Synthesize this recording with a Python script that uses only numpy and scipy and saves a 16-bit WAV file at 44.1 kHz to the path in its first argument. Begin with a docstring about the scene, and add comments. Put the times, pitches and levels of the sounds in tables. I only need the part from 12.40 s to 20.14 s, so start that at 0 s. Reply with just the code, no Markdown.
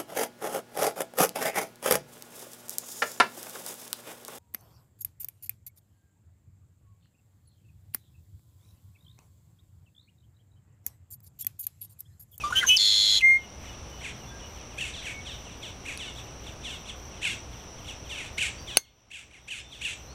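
"""Blackbird in a marsh

A red-winged blackbird sings close by from both sides of its syrinx: gurgled notes, a buzzy trill,
a clear whistle. Farther off, tern-like birds give harsh falling calls over crickets and traffic rumble.
Something snaps twice against the camera; at the loud snap its gain control ducks, then creeps back."""
import sys
import numpy as np
from scipy import signal
from scipy.fft import rfft, irfft, next_fast_len
from scipy.io import wavfile
from scipy.ndimage import uniform_filter1d, map_coordinates

SR = 44100
rng = np.random.default_rng(int(sys.argv[2]) if len(sys.argv) > 2 else 0)


def log_audio(samples):
    """Write samples as a 16-bit WAV file to the path given in sys.argv[1]."""
    # one column per channel
    frames = np.atleast_2d(samples).T
    # limit to full scale, then quantise
    limited = np.clip(frames, -1, 1)
    pcm = np.round(limited * 32767).astype(np.int16)
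    wavfile.write(sys.argv[1], SR, pcm)


N = 341334
TIME_S = np.arange(N) / SR

# Gurgled notes. Each row: start and length in seconds, share spent swelling, start and end pitch in Hz,
# level in dB, flutter depth, overtone boost in dB.
GURGLES = [ (0, 0.044, .3, 2664, 2310, -35, 0.25, 5.5), (0.036, 0.065, 0.078, 1167, 1208, -23, 0.15, 12),
           (0.098, 0.024, 0.45, 1344, 840, -31, 0.4, 0), (0.123, 0.015, .3, 1340, 1580, -20.5, 0.2, 0),
           (.128, 0.16, 0.099, 1540, 1633, -33.5, 0.5, 5), (0.151, .062, 0.43, 2987, 3180, -16.5, .55, 9),
           (0.209, 0.041, 0.12, 2077, 1930, -27.5, 0.42, 10.5), (0.224, .014, .65, 1596, 1355, -21, 0.4, 3),
           (0.238, 0.0062, .5, 1740, 1470, -16, .05, -7), (.243, .02, 0.27, 1166, 910, -33, 0.5, 0),
           (0.261, .04, 0.74, 6410, 6085, -17.5, 0.4, 18), (0.276, 0.1, 0.56, 2937, 3053, -9, 0.31, 3),
           (0.291, 0.083, 0.3, 2563, 2630, -16, 0.2, 0.5), (0.362, 0.019, 0.54, 6600, 3730, -9, 1.25, -1.5),
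           (0.782, 0.025, .15, 3730, 2630, -23.5, 0.7, 5.5),
           (.805, 0.016, 0.38, 2380, 2800, -23.5, 0.86, 1), ]
# Blackbird's whistled tone. Each row: harmonic number, level in dB.
SONG_HARMONICS = [(1, -3), (2, -41), (3, -37), (4, -41), (5, -48), (6, -48), (7, -55)]
# Pulses of one trill syllable. Each row: start and length in syllables, share spent swelling,
# start and end pitch in Hz, relative level in dB, octave overtone in dB.
SYLLABLE_PULSES = [(.03, .92, 0.26, 3880, 4580, 3, -31.5), (-0.015, .58, 0.26, 3370, 3520, 2, -14),
                   (0.59, .5, 0.45, 3450, 3410, -2.5, -9)]
# Spectra of the song. Each row: frequency in Hz, gain in dB.
BEAK_HISS_SPECTRUM = [(1500, -17), (3000, 2), (5000, -11.5), (6700, -2.5), (8200, -15), (9500, -7.5),
                      (10700, -17.5), (12300, -18), (15500, -36)]
MEMBRANE_CLASH_SPECTRUM = [(1500, -60.5), (3000, -34.5), (5000, -23.5), (6500, -10.5), (8500, -10.5),
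                           (10500, -14.5), (12200, -7.5), (14000, -14.5), (15500, -30.5)]
TRILL_RASP_SPECTRUM = [(1200, -28.5), (2100, -18.5), (2700, -16), (3300, -21), (3700, -20.5), (4500, -27),
                       (4900, -8.5), (5300, -7), (5900, -14), (6650, -7.5), (8000, -18.5), (9500, -24),
                       (11000, -19.5), (12500, -28), (15500, -56.5)]
# Tern-like calls. Each row: accent time and length after it in seconds, relative level in dB,
# pitch factor, throat resonance in Hz, harshness from 0 to 1.
TERN_CALLS = [ (1.233, 0.092, -55, 0.72, 2170, .5), (1.638, .1, -41.5, 0.92, 2350, 0.84),
              (2.405, .13, -35.5, 1.03, 2620, .93), (2.537, 0.12, -43.5, 1.05, 3610, 0.23),
              (2.648, 0.11, -40, 1, 2290, 0.74), (2.858, 0.13, -43, 1.03, 3330, 0.18),
              (3.045, 0.12, -53, 1.07, 2770, 0.6), (3.224, 0.11, -44, 1.06, 3160, 0.36),
              (3.478, .1, -40.5, 0.93, 2430, 1), (3.593, .14, -40.5, 1.07, 3030, 0.4),
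              (3.776, 0.062, -49, 1.24, 3400, 0.92), (4.06, .075, -50, 1.26, 3100, .7),
              (4.244, 0.15, -39.5, 1.08, 3100, 0.5), (4.478, 0.068, -45.5, 1.3, 3100, .7),
              (4.845, 0.12, -31, 0.91, 2670, 0.88), (5.473, 0.088, -45, 1.27, 2920, 0.78),
              (5.698, 0.13, -40.5, 1.04, 2960, 0.43), (5.779, 0.13, -41, .87, 2470, .87),
              (6.005, 0.11, -29.5, 0.99, 2620, 0.99), (6.277, 0.14, -41.5, 1.02, 3200, 0.33),
              (6.443, 0.094, -47.5, 0.94, 3135, 0.4), (6.733, 0.12, -30, 1.04, 2590, 0.99),
              (6.93, 0.095, -44, 0.92, 2350, 0.93), (7.105, 0.13, -29.5, 1.04, 2680, 1),
              (7.317, 0.12, -43, 1.14, 3350, 0.57), (7.441, 0.12, -30, 1.07, 2730, 1), ]
# Timbre of those calls. Each row: frequency in Hz, gain in dB.
TERN_SPECTRUM = [(700, -38), (1400, -3), (2100, 0), (3600, 3), (4100, -2.5), (5100, -9), (6800, -1),
                 (8300, -0.5), (9300, -7.5), (10700, -11), (12500, -19.5), (15500, -51)]
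# Contacts with the case. Each row: start in seconds, gain in dB.
CASE_HITS = [(3.575, -25.5), (6.3712, 11)]
# Ringing modes of the case. Each row: frequency in Hz, level in dB, T60 in seconds.
CASE_MODES = [(716, -36, 0.0048), (1550, -37.5, .07), (2140, -42.5, 0.34), (2806, 4, 0.0023),
              (4360, 7.5, 0.0024), (3500, -41, .1), (4360, -37.5, 0.29), (6100, -26.5, 0.092),
              (6380, -25, 0.13), (9570, -15, 0.016), (9900, 3, 0.0044), (12300, -35, .03)]
# Distant birds. Each row: start and length in seconds, start and end pitch in Hz, level in dB.
FAR_WHISTLES = [(0.993, 0.1, 3070, 2780, -55), (1.228, .14, 3040, 2800, -60),
                (1.489, 0.14, 3000, 2950, -56.5), (1.792, 0.078, 3030, 2630, -59),
                (1.848, 0.096, 3450, 3490, -59.5), (1.885, 0.13, 1605, 1610, -58.5),
                (2.01, 0.077, 3050, 2780, -55.5), (2.625, 0.21, 2257, 2216, -50),
                (6.175, 0.044, 4480, 4860, -55), (7.186, .04, 5070, 5404, -51), (7.21, .1, 3550, 3570, -53),
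                (7.66, .09, 3890, 4610, -61)]
# Spectra of the background. Each row: frequency in Hz, gain in dB.
CRICKET_SPECTRUM = [(4400, -47.5), (4900, -21), (5250, -12.5), (5650, 2.5), (5900, 1), (6130, 0.5),
                    (6300, -40.5), (6800, -63.5)]
RUMBLE_SPECTRUM = [(20, -10.5), (40, -9.5), (65, 1), (110, -5.5), (170, -10), (350, -13.5), (700, -15),
                   (1200, -19.5), (1800, -25), (2800, -23), (4500, -30.5), (7500, -36.5), (11000, -42.5),
                   (15700, -51)]

LEAD_S = .036  # rising note ahead of a harsh call's accent


def gurgles(flutter_hz=245, jitter=0.022, hiss_db=-25):
    """Both sides of the syrinx whistle short glides; overlaps beat, flutter roughens them."""
    out = np.zeros(N)
    for start_s, length_s, peak, start_hz, end_hz, db, flutter, bright_db in GURGLES:
        size = int(length_s * SR)
        swell = np.abs(arch(np.linspace(0, 1, size), peak)) ** 1.06 * amp(db)
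        beat = np.cos(phase_of(flutter_hz * (1 + 0.18 * wobble(49, size))))
        bend = 1 + flutter * (0.0091 * beat + jitter * wobble(2100, size))
        voice = swell * tone(np.linspace(start_hz, end_hz, size) * bend, SONG_HARMONICS, bright_db)
        # beak hiss grows more slowly than the tone
        hiss = amp(hiss_db) * np.sqrt(swell * (flutter + 0.017)) * noise(BEAK_HISS_SPECTRUM, size)
        pressure = 1 + flutter * (.8 * beat + .15 * wobble(1300, size))
        add(out, start_s, (voice + hiss) * pressure)
    return out + colour(np.abs(out), MEMBRANE_CLASH_SPECTRUM)  # membranes clash: rough sum tones


def trill(start_s=.372, end_s=0.7966, syllable_hz=103.9, first_syllable_s=.3579, fade_db_per_s=10.5):
    """Each syllable: an upsweep from one side of the syrinx over two low pulses from the other."""
    t = np.arange(start_s, end_s, 1 / SR)
    age_s, size = t - start_s, len(t)
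    cycle = (t - first_syllable_s) * syllable_hz + 0.014 * wobble(110, size)
    sag = 1 - 0.032 * age_s + 0.024 * np.exp(-age_s / 0.062)  # starts sharp, settles, sinks
    voice, effort = 0, 0
    for onset, length, peak, start_hz, end_hz, db, octave_db in SYLLABLE_PULSES:
        progress = np.minimum((cycle - onset) % 1 / length, 1)
        jitter = 1 + .014 * wobble(900, size) + .006 * wobble(100, size)
        hz = (start_hz + (end_hz - start_hz) * progress) * sag * jitter
        strength = amp(db + 0.67 * wobble(700, size)) * np.abs(arch(progress, peak)) ** 0.94
        voice += strength * tone(hz, [(1, 0.0022), (2, octave_db), (3, -39)])
        effort += strength
    rasp = amp(-13) * unit(np.sqrt(effort) * noise(TRILL_RASP_SPECTRUM, size))
    undertone = amp(-28) * tone(2070 * (1 + 0.0037 * wobble(200, size)), [(1, 0)])
    envelope = amp(-11 - fade_db_per_s * age_s) * gate(t, start_s, end_s, attack_s=.03, release_s=0.019)
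    out = np.zeros(N)
    add(out, start_s, envelope * (unit(voice) + rasp + undertone))
    return out


def closing_whistle(start_s=0.8156, end_s=0.98, pitch_hz=2126, hold_s=0.093, fade_db_per_s=115):
    """One pure note ends the song: it scoops up, holds, fades."""
    t = np.arange(start_s, end_s, 1 / SR)
    age_s = t - start_s
    scoop = 0.019 * np.exp(-age_s / 0.042)
    hz = pitch_hz * (1 - scoop + .001 * wobble(330, len(t)))
    db = -7.5 - fade_db_per_s * np.maximum(age_s - hold_s, 0)
    voice = tone(hz, SONG_HARMONICS, bright_db=-2) + amp(-46) * noise(BEAK_HISS_SPECTRUM, len(t))
    out = np.zeros(N)
    add(out, start_s, voice * amp(db) * gate(t, start_s, end_s, attack_s=0.032, release_s=0.01))
    return out


def terns(near_gain_db=-3, colony_db=-59, colony_calls=38):
    """Nearer callers, and faint random calls from the colony behind."""
    out = np.zeros(N)
    for accent_s, length_s, db, pitch, throat_hz, harsh in TERN_CALLS:
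        call = tern_call(length_s, pitch, throat_hz, harsh)
        add(out, accent_s - LEAD_S, amp(db + near_gain_db) * call)
    for slot, (offset, distance, pitch, harsh) in enumerate(rng.random((colony_calls, 4))):
        call = tern_call(.12, .9 + .3 * pitch, 2600 + 800 * pitch, .4 * harsh)
        add(out, (slot + offset) / colony_calls * N / SR, amp(colony_db - 4.1 * distance) * call)
    return out


def tern_call(length_s, pitch, throat_hz, harsh, throat_width_hz=520):
    """Falling harmonics slide through the throat resonance; harsh calls break up after the accent."""
    t = np.arange(-LEAD_S, .16, 1 / SR)
    size = len(t)
    contour_hz, swell = call_contour(t, length_s, harsh)
    jitter = (.004 + .005 * harsh) * wobble(2500, size)  # blurs mainly the high harmonics
    waver = .012 * (1 + harsh) * wobble(90, size)
    hz = contour_hz * pitch * (1 + jitter + waver)
    phase = phase_of(hz)
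    stack = sum(np.sin(k * phase) * (k * hz < SR / 2) for k in range(1, 26))
    # the third harmonic carries lead note and accent
    third_boost = (amp(8) - 1) * harsh ** 2 * np.interp(t, [.025, .06], [1, 0])
    stack = unit(stack + third_boost * np.sin(3 * phase))
    breakup = harsh ** 2 * np.interp(t, [-.01, .008, .025, .05], [.15, .02, .05, .45])
    hiss = unit(rng.standard_normal(size) * (1 + np.cos(phase)))
    envelope = swell * amp(2.2 * harsh * wobble(260, size))
    voice = rfft(envelope * (np.sqrt(1 - breakup) * stack + np.sqrt(breakup) * hiss))
    rasp = rfft(envelope * rng.standard_normal(size)) * amp(8.1 * (0.5 + harsh))
    bin_hz = np.fft.rfftfreq(size, 1 / SR)
    voiced = .7 + .3 / (1 + (bin_hz / 4900) ** 8)  # rasp veils the top harmonics
    source = np.sqrt(voiced) * voice + np.sqrt(1 - voiced) * rasp
    throat = 1 + amp(16) / (1 + ((bin_hz - throat_hz) / throat_width_hz) ** 2) ** 0.76
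    treble_cut = amp((1 - harsh) * np.interp(bin_hz, [4000, 6000], [0, -5]))
    return unit(colour(irfft(source * throat * treble_cut, size), TERN_SPECTRUM))


def call_contour(t, length_s, harsh, accent_s=.016, accent_db=4, fade_db=4.5, attack_s=0.021):
    """Pitch and loudness: a rising lead note if harsh, a high accent at t = 0, a long fall."""
    after_s, before = np.maximum(t, 0), np.minimum(t, 0) / LEAD_S
    accent = np.exp(-after_s / accent_s)
    base_hz = np.interp(harsh, [0, 1], [1048, 844])
    fall_octaves = np.interp(harsh, [0, 1], [.7, .85])
    hz = base_hz * 2 ** (-fall_octaves * after_s / length_s) * (1 + .27 * accent) * (1 + .5 * before)
    body = amp(accent_db * np.sqrt(accent) - fade_db * after_s / length_s)
    body *= gate(t, -attack_s / 2, length_s, attack_s, release_s=0.047)
    lead = harsh ** 2 * amp(-1) * arch(1 + before, 0.55) ** 2
    return hz, body + lead


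def snaps(crack_t60_s=0.0065, tail_t60_s=0.16, attack_s=0.00024):
    """Hard, short contacts: a crack, and small parts of the case ringing."""
    out, t = np.zeros(N), np.arange(SR // 3) / SR
    for start_s, gain_db in CASE_HITS:
        ring = sum(amp(db - 60 * t / t60_s) * np.sin(2 * np.pi * hz * t) for hz, db, t60_s in CASE_MODES)
        grit = noise([(9000, 2), (14000, 0), (15700, -20)], len(t))
        crack = (amp(-16 - 60 * t / crack_t60_s) + amp(-33 - 60 * t / tail_t60_s)) * grit
        add(out, start_s, amp(gain_db) * (ring + crack) * (1 - np.exp(-t / attack_s)))
    return out


def far_whistles():
    """Thin, wavering glides of distant birds."""
    out = np.zeros(N)
    for start_s, length_s, start_hz, end_hz, db in FAR_WHISTLES:
        size = int(length_s * SR)
        hz = np.linspace(start_hz, end_hz, size) * (1 + 0.0026 * wobble(200, size))
        add(out, start_s, amp(db) * unit(np.sin(phase_of(hz)) * signal.windows.tukey(size, .6)))
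    return out


def crickets(chorus_db=-52, near_db=-57, wing_hz=6050, stroke_hz=78, period_s=.2868, quicken_s=.0007):
    """A trilling chorus; the nearest chirps ever faster, each wing stroke sagging in pitch."""
    fast_trill = 0.15 * np.sin(phase_of(155 + 3 * wobble(8.8)))
    slow_trill = 0.17 * np.sin(phase_of(75 + 4 * wobble(8.6)))
    out = amp(chorus_db + wobble(11)) * unit(noise(CRICKET_SPECTRUM) * (1 + fast_trill + slow_trill))
    t = np.arange(0, .141, 1 / SR)  # one chirp
    cycle = t * stroke_hz % 1
    strokes = np.sin(np.pi * np.clip(cycle / .7, 0, 1)) ** 2
    for k in range(28):
        start_s = .063 + k * (period_s - quicken_s * k / 2) + rng.normal(0, .004)
        hz = wing_hz * (1 + .045 * (.4 - cycle) + .004 * wobble(500, len(t)))
        add(out, start_s, amp(near_db + rng.normal(0, .5)) * strokes * tone(hz, [(1, 0.022), (2, -7)]))
    return out


def rumble(level_db=-44, fade_db=2.5, drone_db=-54, drone_hz=60):
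    """Far traffic and open air, receding, over a wavering low drone."""
    db = level_db - fade_db * (TIME_S / TIME_S[-1]) ** 2
    drone = tone(drone_hz * (1 + .04 * wobble(7)), [(1, 0), (2, -4)]) * amp(drone_db + 1.6 * wobble(6))
    return amp(db + 0.27 * wobble(1.1)) * noise(RUMBLE_SPECTRUM) + drone


def scatter(x, wet_db, t60_s):
    """Add weak, dull reflections from trees, water and boardwalk."""
    t = np.arange(SR) / SR
    tail = noise([(1000, -2.5), (3500, -5), (8000, -4), (15000, -46)], SR)
    tail *= amp(-60 * t / t60_s) * (1 - np.exp(-t / 0.002))
    return x + amp(wet_db) * signal.fftconvolve(x, tail / np.linalg.norm(tail))[:N]


def amp(db):
    """Decibels to gain."""
    return 10 ** (np.asarray(db) / 20)


def unit(x):
    """Scale to rms 1."""
    return x / np.sqrt(np.mean(x ** 2) + 1e-20)


def wobble(rate_hz, size=N):
    """Smooth random curve, rate_hz knots a second."""
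    knots = rng.standard_normal(size // 8 + 8)
    return map_coordinates(knots, [np.arange(size) * rate_hz / SR + 2], mode="wrap")


def colour(x, spectrum):
    """Filter by (Hz, dB) points on a log axis."""
    size = next_fast_len(len(x) + 8192)
    hz, db = np.transpose(spectrum)
    gain = amp(np.interp(np.log(np.fft.rfftfreq(size, 1 / SR) + 1), np.log(hz), db))
    return irfft(rfft(x, size) * gain, size)[:len(x)]


def noise(spectrum, size=N):
    """Coloured noise of rms 1."""
    return unit(colour(rng.standard_normal(size), spectrum))


def phase_of(hz):
    """Running phase in radians."""
    return 2 * np.pi * np.cumsum(hz) / SR


def tone(hz, harmonics, bright_db=0):
    """Sum of (harmonic number, dB) sines; bright_db lifts the overtones."""
    phase = phase_of(hz)
    return np.sqrt(2) * sum(amp(db + bright_db * (k > 1)) * np.sin(k * phase) * (k * hz < SR / 2)
                            for k, db in harmonics)


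def arch(progress, peak):
    """Swell from progress 0 to the peak, die away by 1."""
    return np.sin(np.pi * np.interp(progress, [0, peak, 1], [0, .5, 1]))


def gate(t, start_s, end_s, attack_s, release_s):
    """Linear attack, hold, release."""
    return np.clip((t - start_s) / attack_s, 0, 1) * np.clip((end_s - t) / release_s, 0, 1)


def add(track, start_s, x):
    """Mix x into the track."""
    start = round(start_s * SR)
    x = x[max(-start, 0):max(N - start, 0)]
    track[max(start, 0):][:len(x)] += x


def scene():
    """Near blackbird, far birds, background and snaps, in mono."""
    blackbird = scatter(gurgles() + trill() + closing_whistle(), wet_db=-17, t60_s=.1)
    blackbird = scatter(blackbird, wet_db=-34, t60_s=.45)
    far_birds = scatter(terns() + far_whistles(), wet_db=-8, t60_s=0.29)
    return (blackbird + far_birds + crickets() + rumble() + snaps())[None]


def record(dry, threshold_db=-15, attack_s=0.012, release_db_per_s=15, ceiling=.68, cutoff_hz=15800):
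    """Gain control ducks on peaks and creeps back; then soft clip and band limit."""
    x = dry[0]
    power = np.abs(uniform_filter1d(x ** 2, size=44))  # 1 ms window
    over_db = np.maximum(10 * np.log10(power + 1e-12) - threshold_db, 0)
    release_db = release_db_per_s * TIME_S
    held_db = np.maximum.accumulate(over_db + release_db) - release_db
    pole = np.exp(-1 / (attack_s * SR))
    ducked = x * amp(-signal.lfilter([1 - pole], [1, -pole], held_db))
    clipped = ducked / (1 + (ducked / ceiling) ** 4) ** (1 / 4)
    size = next_fast_len(N + 8192)
    passband = np.fft.rfftfreq(size, 1 / SR) < cutoff_hz
    return irfft(rfft(clipped, size) * passband, size)[None, :N]


dry = scene()
out = record(dry)
log_audio(out)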